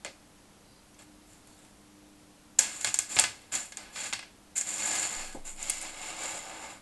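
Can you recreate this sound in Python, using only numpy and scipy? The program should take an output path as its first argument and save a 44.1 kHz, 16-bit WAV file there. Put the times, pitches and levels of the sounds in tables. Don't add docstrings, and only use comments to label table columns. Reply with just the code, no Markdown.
import sys
import numpy as np
from scipy import signal
from scipy.fft import rfft, irfft
from scipy.io import wavfile
from scipy.ndimage import map_coordinates

SR = 44100
rng = np.random.default_rng(int(sys.argv[2]) if len(sys.argv) > 2 else 0)


def to_wav(sig):
    pcm = np.clip(np.atleast_2d(sig), -1, 1) * 32767
    pcm = np.round(pcm).astype(np.int16)
    wavfile.write(sys.argv[1], SR, pcm.T)


N = 300321
TIME = np.arange(N) / SR


def from_db(db):
    return np.exp(np.asarray(db) * (np.log(10) / 20))


def rms_one(x):
    return x / np.sqrt(np.mean(x ** 2) + 1e-20)


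def add(out, s, sound):
    i = int(np.clip(s * SR, 0, N))
    out[i:i + len(sound)] += sound[:N - i]


def drift(per_s):
    knots = rng.standard_normal(4000)
    return rms_one(map_coordinates(knots, [TIME * per_s], order=1, mode="wrap"))


def butter(x, hz, kind, order=2):
    return signal.sosfilt(signal.butter(order, min(hz, .45 * SR), kind, fs=SR, output="sos"), x + 1e-18)


def colour(x, points, modes=(), size=16384):
    hz = np.maximum(np.fft.rfftfreq(size, 1 / SR), 1)
    point_hz, point_db = np.transpose(points)
    db = np.interp(np.log(hz), np.log(point_hz), point_db)
    for centre, width, peak in modes:
        db = db + peak / (1 + (2 * (hz - centre) / width) ** 2)
    cepstrum = irfft(np.log(from_db(db)))[:size // 2]
    cepstrum[1:] *= 2
    response = irfft(np.exp(rfft(cepstrum, size)))[:size // 2]
    return signal.oaconvolve(x, response / np.sqrt(np.sum(response ** 2)))[:N]


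def grains(per_s, spread_db, clump_db, clumps_per_s):
    born = rng.random(N) < per_s / SR
    sizes = from_db(spread_db * np.minimum(rng.exponential(1, N), 4))
    return rms_one(born * sizes * rng.choice([-1, 1], N) * from_db(clump_db * drift(clumps_per_s)))


def burst(t60, size=SR // 2):
    return rng.choice([-1, 1], size) * from_db(-60 * TIME[:size] / t60)


def jolts(rows, rise_s, t60):
    power, t = np.zeros(N), TIME[TIME < t60]
    shape = np.minimum(t / rise_s, 1) * from_db(-60 * t / t60)
    for s, db in rows:
        add(power, s, (from_db(db) * shape) ** 2)
    return np.sqrt(power)


# (frequency [Hz], level [dB])
ROOM_TONE = [(20, -4.5), (50, -1), (100, -7.5), (150, -4.5), (230, -2.5), (320, -6.5), (390, -8.5),
             (800, -10), (1100, -13), (2000, -17), (5000, -19.5), (8000, -19.5), (11800, -22.5)]
# (frequency [Hz], level [dB])
FAN_TONES = [(100, -76), (200, -71.5), (301, -68)]

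def air_and_fan(air_db, waver_db, wander_rad):
    out = from_db(air_db) * colour(rng.standard_normal(N), ROOM_TONE)
    for hz, db in FAN_TONES:
        gain = np.sqrt(2) * from_db(db + waver_db * drift(4.6))
        out += gain * np.sin(2 * np.pi * hz * TIME + wander_rad * drift(6.1))
    return out


# (time [s], level [dB])
PHONE_NUDGES = [(5.16, -42.5), (5.37, -42)]

def phone_rocking(hz):
    sway = np.sqrt(2) * np.sin(2 * np.pi * hz * TIME + .5 * drift(11))
    return jolts(PHONE_NUDGES, rise_s=0.016, t60=2.6) * sway


# (frequency [Hz], level [dB])
WRIST_COLOUR = [(15, -12), (30, 2), (70, -7), (115, 8.5), (160, -17), (400, -25.5), (1500, -65)]
# (middle [s], half length [s], pitch [Hz], width [Hz], level [dB])
FINGER_SQUEAKS = [(.735, .06, 4750, 380, -67), (.72, .06, 4040, 300, -72), (1.52, .05, 4440, 180, -70),
                  (1.6, .06, 3750, 600, -72)]

def hand(scrape, pull_db, knock_db):
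    wrist_hits = [(s, desk_db + knock_db) for s, _, _, desk_db, _ in BEAD_STRIKES]
    jolted = jolts(wrist_hits, rise_s=0.0029, t60=0.34)
    pressed = from_db(pull_db) * scrape
    out = np.hypot(jolted, pressed) * colour(rng.standard_normal(N), WRIST_COLOUR)
    for s, half_s, hz, width_hz, db in FINGER_SQUEAKS:
        flutter = butter(rng.standard_normal(N), width_hz / 2, "low")
        slip = rms_one(flutter * np.sin(2 * np.pi * hz * TIME))
        out += from_db(db) * slip * np.exp(-.5 * ((TIME - s) / half_s) ** 2)
    return out


# (frequency [Hz], level [dB])
TAIL_COLOUR = [(3000, -27), (4800, -13), (6200, -10), (6600, -3.5), (7100, -3.5), (7600, -7), (8400, -5.5),
               (9200, -15), (11800, -21)]

def room_tails(contacts, bead_db, desk_db, build_s, t60):
    bright, woody = np.zeros(N), np.zeros(N)
    build = 1 - np.exp(-TIME[:SR // 2] / build_s)
    for s, ping_db, _, knock_db, _ in contacts:
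        add(bright, s, from_db(ping_db + bead_db) * build * burst(t60))
        add(woody, s, from_db(knock_db + desk_db) * build * burst(t60))
    return colour(bright, TAIL_COLOUR, BEAD_RINGS) + desk_top(butter(woody, 500, "high", order=1))


# (time [s], level [dB], t60 [s], woody note [Hz], note lift [dB])
HAND_BUMPS = [(0.049, -41.5, 0.19, 574, 9), (2.592, -38, 0.046, 530, 19), (3.165, -42, 0.17, 780, -5),
              (5.349, -38.5, 0.2, 310, 7.5)]
# (frequency [Hz], level [dB])
THUD_COLOUR = [(30, -16), (90, -11), (300, -11.5), (420, -11.5), (600, -7.5), (800, -10), (1200, -27),
               (3000, -51)]

def hand_bumps(push_db, note_width_hz):
    out = np.zeros(N)
    for s, db, t60, hz, lift_db in HAND_BUMPS:
        push = burst(t60) + from_db(push_db) * signal.unit_impulse(SR // 2)
        add(out, s, from_db(db) * colour(push, THUD_COLOUR, [(hz, note_width_hz, lift_db)]))
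    return out


# (frequency [Hz], level [dB])
DESK_COLOUR = [(60, -20.5), (130, -12), (300, -7.5), (430, -5), (560, -6.5), (1000, -0.5), (1400, -0.5),
               (2500, 3), (3300, 2.5), (5300, -1), (6500, -4), (9000, -8.5), (12000, -30)]
# (frequency [Hz], width [Hz], lift near the edge [dB], lift by the bangle [dB])
DESK_RESONANCES = [(113, 36, 1, -4), (216.5, 56, 12, 1.5), (317, 18, 11, 13.5), (420, 40, -2.5, -3),
                   (559, 79, 8, 10.5), (749, 160, 8, 9), (880, 31, 8, 10.5), (917, 39, -7, -2.5),
                   (1232, 26, 9.5, 3), (1223, 26, -2.5, 5), (1511, 25, 10.5, 7), (1667, 93, 10.5, 6),
                   (1910, 170, -1, -4), (2040, 55, 8, 10.5), (2153, 60, 9.5, 10.5), (2307, 140, 1.5, 11),
                   (2363, 95, 1, -11.5), (2494, 160, 4.5, 4), (2717, 69, 7, 8.5), (2870, 78, -0.5, 4),
                   (3344, 31, 8.5, 8), (3885, 78, 2.5, 7), (4400, 200, 8, 5.5), (4840, 75, 6, 7),
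                   (5270, 85, 6, 8.5), (5800, 1400, 1.5, 0)]

def desk_top(x, reach_bangle_s=5.4, crossfade_s=0.1):
    by_bangle = np.clip((TIME - reach_bangle_s) / crossfade_s + .5, 0, 1)
    modes = np.array(DESK_RESONANCES)
    at_edge = colour(x * (1 - by_bangle), DESK_COLOUR, modes[:, [0, 1, 2]])
    at_bangle = colour(x * by_bangle, DESK_COLOUR, modes[:, [0, 1, 3]])
    return at_edge + at_bangle


def desk_knocks(contacts, level_db, t60, snap_db, snap_t60, size=4096):
    out = np.zeros(N)
    for s, _, _, db, hardness_hz in contacts:
        blow = burst(t60, size) + from_db(snap_db) * burst(snap_t60, size)
        add(out, s, from_db(db + level_db) * butter(blow, hardness_hz, "low", order=1))
    return desk_top(butter(out, 400, "high", order=1))


# (start [s], rise [s], hold [s], time to fall 30 dB [s],
# scrape level [dB], bead chatter over scrape [dB], desk body over scrape [dB])
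STRING_PULLS = [(0.98, 0.017, 0.016, 0.08, -57, 0, -1.5), (1.26, 0.036, 0.018, 0.3, -68.5, 7.5, -10.5),
                (1.44, .04, .17, 0.4, -70, 6.5, -10), (2.59, 0.014, 0.039, 0.26, -37, -1, -7.5),
                (2.69, 0.15, 0.057, 0.12, -45, 6.5, -6.5), (2.99, 0.011, .015, 1.2, -51.5, -4, -6.5),
                (3.08, 0.04, 0.099, 0.01, -42, 6, -7), (3.19, 0.0071, 0.011, 0.24, -40, -7, -3),
                (3.516, .014, 0.029, 0.19, -36, 4, -6), (3.765, 0.016, 0.027, 0.35, -49.5, -7, -2.5),
                (3.92, 0.088, 0.062, 0.11, -39.5, 1, -6.5), (4.554, .01, 0.011, 0.11, -39.5, 10, -9),
                (4.66, 0.014, 0.0073, 0.4, -45.5, 8, -6), (4.6, 0.34, .1, 0.33, -36, 4, -5),
                (5.08, 0.067, 0.08, 0.26, -42.5, 0.5, -2.5), (5.442, 0.02, 0.024, 0.15, -49, 8, -3.5),
                (5.568, 0.051, .16, 0.26, -42.5, 1.5, -6.5), (5.82, 0.029, .02, 0.26, -42.5, -1, -3),
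                (5.929, .13, 0.046, 0.5, -42, -1, -3), (6.169, .045, 0.13, .24, -40.5, 1, -1.5),
                (6.418, 0.06, 0.23, 0.2, -47, -1.5, 1.5)]

def pulls(rise_power, fall_power, uneven_db):
    power, t = np.zeros((3, N)), TIME[:2 * SR]
    for s, rise_s, hold_s, fall_s, db, beads_db, body_db in STRING_PULLS:
        rise = np.minimum(t / rise_s, 1) ** rise_power
        fall = from_db(-30 * np.clip((t - rise_s - hold_s) / fall_s, 0, 3) ** fall_power)
        for layer, layer_db in zip(power, (db, db + beads_db, db + body_db)):
            add(layer, s, (from_db(layer_db) * rise * fall) ** 2)
    catch_and_slip = from_db(uneven_db * drift(35))
    return np.sqrt(power + 1e-18) * catch_and_slip


# (frequency [Hz], level [dB])
CHATTER_COLOUR = [(4500, -46), (6300, -13.5), (6700, -9.5), (6950, 1), (7200, 2), (7550, -11), (8100, -7.5),
                  (9000, -17), (10500, -20), (11800, -26)]
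# (frequency [Hz], width [Hz], lift [dB])
BEAD_RINGS = [(6520, 50, -0.5), (6550, 60, -3), (6970, 39, -8), (7490, 64, 8.5), (8030, 70, 4.5),
              (8970, 120, 6)]

def sliding_beads(scrape, chatter, body, scrape_db, body_db, split_hz, brush_below_db):
    jostle = grains(per_s=3200, spread_db=1.5, clump_db=0.8, clumps_per_s=100)
    catches = grains(per_s=6500, spread_db=2.0, clump_db=0.22, clumps_per_s=70)
    firmness = chatter / (chatter + from_db(brush_below_db))
    hiss = rms_one(butter(butter(jostle, 6200, "high", order=3), 10800, "low"))
    brushing = chatter * (1 - firmness) * hiss
    ringing = colour(chatter * firmness * jostle, CHATTER_COLOUR, BEAD_RINGS)
    top = desk_top(rms_one(catches + .5 * jostle))
    surface = scrape * rms_one(butter(top, split_hz, "high", order=3))
    board = body * rms_one(butter(top, split_hz, "low", order=3))
    return ringing + brushing + from_db(scrape_db) * surface + from_db(body_db) * board


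def loose_ticks(chatter, per_s, still_below_db, pitch_hz, spread_hz, hardness_hz, tries=160):
    chance, scatter = rng.random((tries, 2)), rng.standard_normal((tries, 2))
    rows = []
    for (when, luck), (loud, high) in zip(chance, scatter):
        moving_db = 20 * np.log10(chatter[int(when * N)])
        if moving_db > still_below_db and luck < per_s * N / SR / tries:
            bead_db = -7 + 0.61 * moving_db + 1.5 * loud
            desk_db = bead_db - 11.5
            rows.append((when * N / SR, bead_db, pitch_hz + spread_hz * high, desk_db, hardness_hz))
    return rows


# (time [s], bead level [dB], bead pitch [Hz], desk level [dB], hardness as a low-pass corner [Hz])
BEAD_STRIKES = [(0.0477, -24, 7500, -31, 9000), (0.0612, -37, 7840, -31.5, 5300),
                (0.9445, -46, 6360, -56, 7000), (1.022, -40, 8200, -50, 7000),
                (1.472, -42, 9580, -57, 7000), (1.649, -46, 8500, -51, 7000),
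                (2.5873, -12, 7760, -20.5, 12100), (2.59, 2, 7240, -22.5, 12000),
                (2.8109, -20, 7740, -35.5, 12000), (2.8455, -9.5, 7440, -18.5, 7200),
                (2.872, -19.5, 8200, -22, 4400), (2.942, -7.5, 7470, -27, 12000),
                (2.9892, -6, 7430, -25.5, 7800), (3.1595, -17, 7600, -38, 6700),
                (3.166, -35, 7230, -15, 1820), (3.1885, -4.5, 7400, -14, 12000),
                (3.1961, -1, 7940, -22.5, 10400), (3.2389, -13.5, 7450, -18, 7400),
                (3.5522, -13, 7350, -37, 7100), (3.7218, -29.5, 7000, -38, 10600),
                (3.771, -20.5, 7260, -36.5, 12000), (3.959, -34, 7200, -29.5, 3800),
                (4.1272, -25, 7170, -24, 5900), (4.1337, -16.5, 7170, -22.5, 9000),
                (4.1917, -35, 8950, -31, 4000), (4.227, -50, 7070, -35, 3500),
                (4.58, -12.5, 7400, -46.5, 10800), (4.6112, -14, 7200, -33.5, 12000),
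                (4.9537, -18, 7400, -30, 5650), (5.029, -21.5, 7250, -31, 10290),
                (5.347, -35, 7500, -67, 1770), (5.628, -19, 7360, -52, 8200),
                (5.6975, -11, 8320, -30.5, 12000), (5.7, -13.5, 9700, -33, 12000),
                (5.8145, -24, 8900, -40, 9200), (5.8247, -23.5, 8390, -48, 6500)]
# (ratio to its pitch [-], level [dB], t60 [s])
PING_MODES = [(.965, -4.5, 0.0072), (1.03, -0.5, 0.0042), (1.16, -2.5, 0.0031), (1.36, -18.5, 0.0013)]

def bead_clicks(contacts, ping_db, crack_db, rise_s, crack_t60, bounce_s, bounce_loss_db, size=4096):
    out, t = np.zeros(N), TIME[:size]
    ratio, mode_db, t60 = np.transpose(PING_MODES)[:, :, None]
    for s, db, hz, _, _ in contacts:
        strengths = from_db(mode_db + rng.normal(0, 1, ratio.shape) - 60 * t / t60)
        ring = (strengths * np.sin(2 * np.pi * hz * ratio * t)).sum(0)
        ping = ring * (1 - np.exp(-t / rise_s))
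        crack = butter(burst(crack_t60, size), 6070, "high", order=6)
        crack = butter(crack, 5400, "low")
        add(out, s, from_db(db) * (from_db(ping_db) * ping + from_db(crack_db) * crack))
        gaps_s = bounce_s * rng.uniform(.85, 1.15, size=3)
        for bounce, lag_s in enumerate(np.cumsum(gaps_s), 1):
            add(out, s + lag_s, from_db(db + ping_db - bounce * bounce_loss_db) * ping)
    return out


def scene():
    scrape, chatter, body = pulls(rise_power=0.77, fall_power=1.17, uneven_db=0.74)
    ticks = loose_ticks(chatter, per_s=10, still_below_db=-67,
                        pitch_hz=7950, spread_hz=330, hardness_hz=7000)
    contacts = list(BEAD_STRIKES) + ticks
    dragging = sliding_beads(scrape, chatter, body,
                             scrape_db=-2.5, body_db=-1, split_hz=1390, brush_below_db=-62)
    shuffling = hand(scrape, pull_db=-26.5, knock_db=-35)
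    background = air_and_fan(air_db=-57.5, waver_db=-3.0, wander_rad=0.21)
    handling = phone_rocking(hz=16.0)
    thuds = hand_bumps(push_db=18.5, note_width_hz=140)
    clicks = bead_clicks(contacts, ping_db=5.5, crack_db=-6.5, rise_s=0.0005, crack_t60=0.049,
                         bounce_s=0.0026, bounce_loss_db=8.5)
    knocks = desk_knocks(contacts, level_db=-3.5, t60=0.046, snap_db=-3.0, snap_t60=0.0067)
    tails = room_tails(contacts, bead_db=-26.0, desk_db=-14.5, build_s=0.0019, t60=0.28)
    return (background + handling + shuffling + tails + thuds + knocks + dragging + clicks)[None]


def record(dry):
    ceiling, cutoff_hz = 0.8, 11850
    limited = dry / (1 + (dry / ceiling) ** 4) ** (1 / 4)
    return signal.sosfilt(signal.ellip(12, .2, 75, cutoff_hz, fs=SR, output="sos"), limited)


dry = scene()
out = record(dry)
to_wav(out)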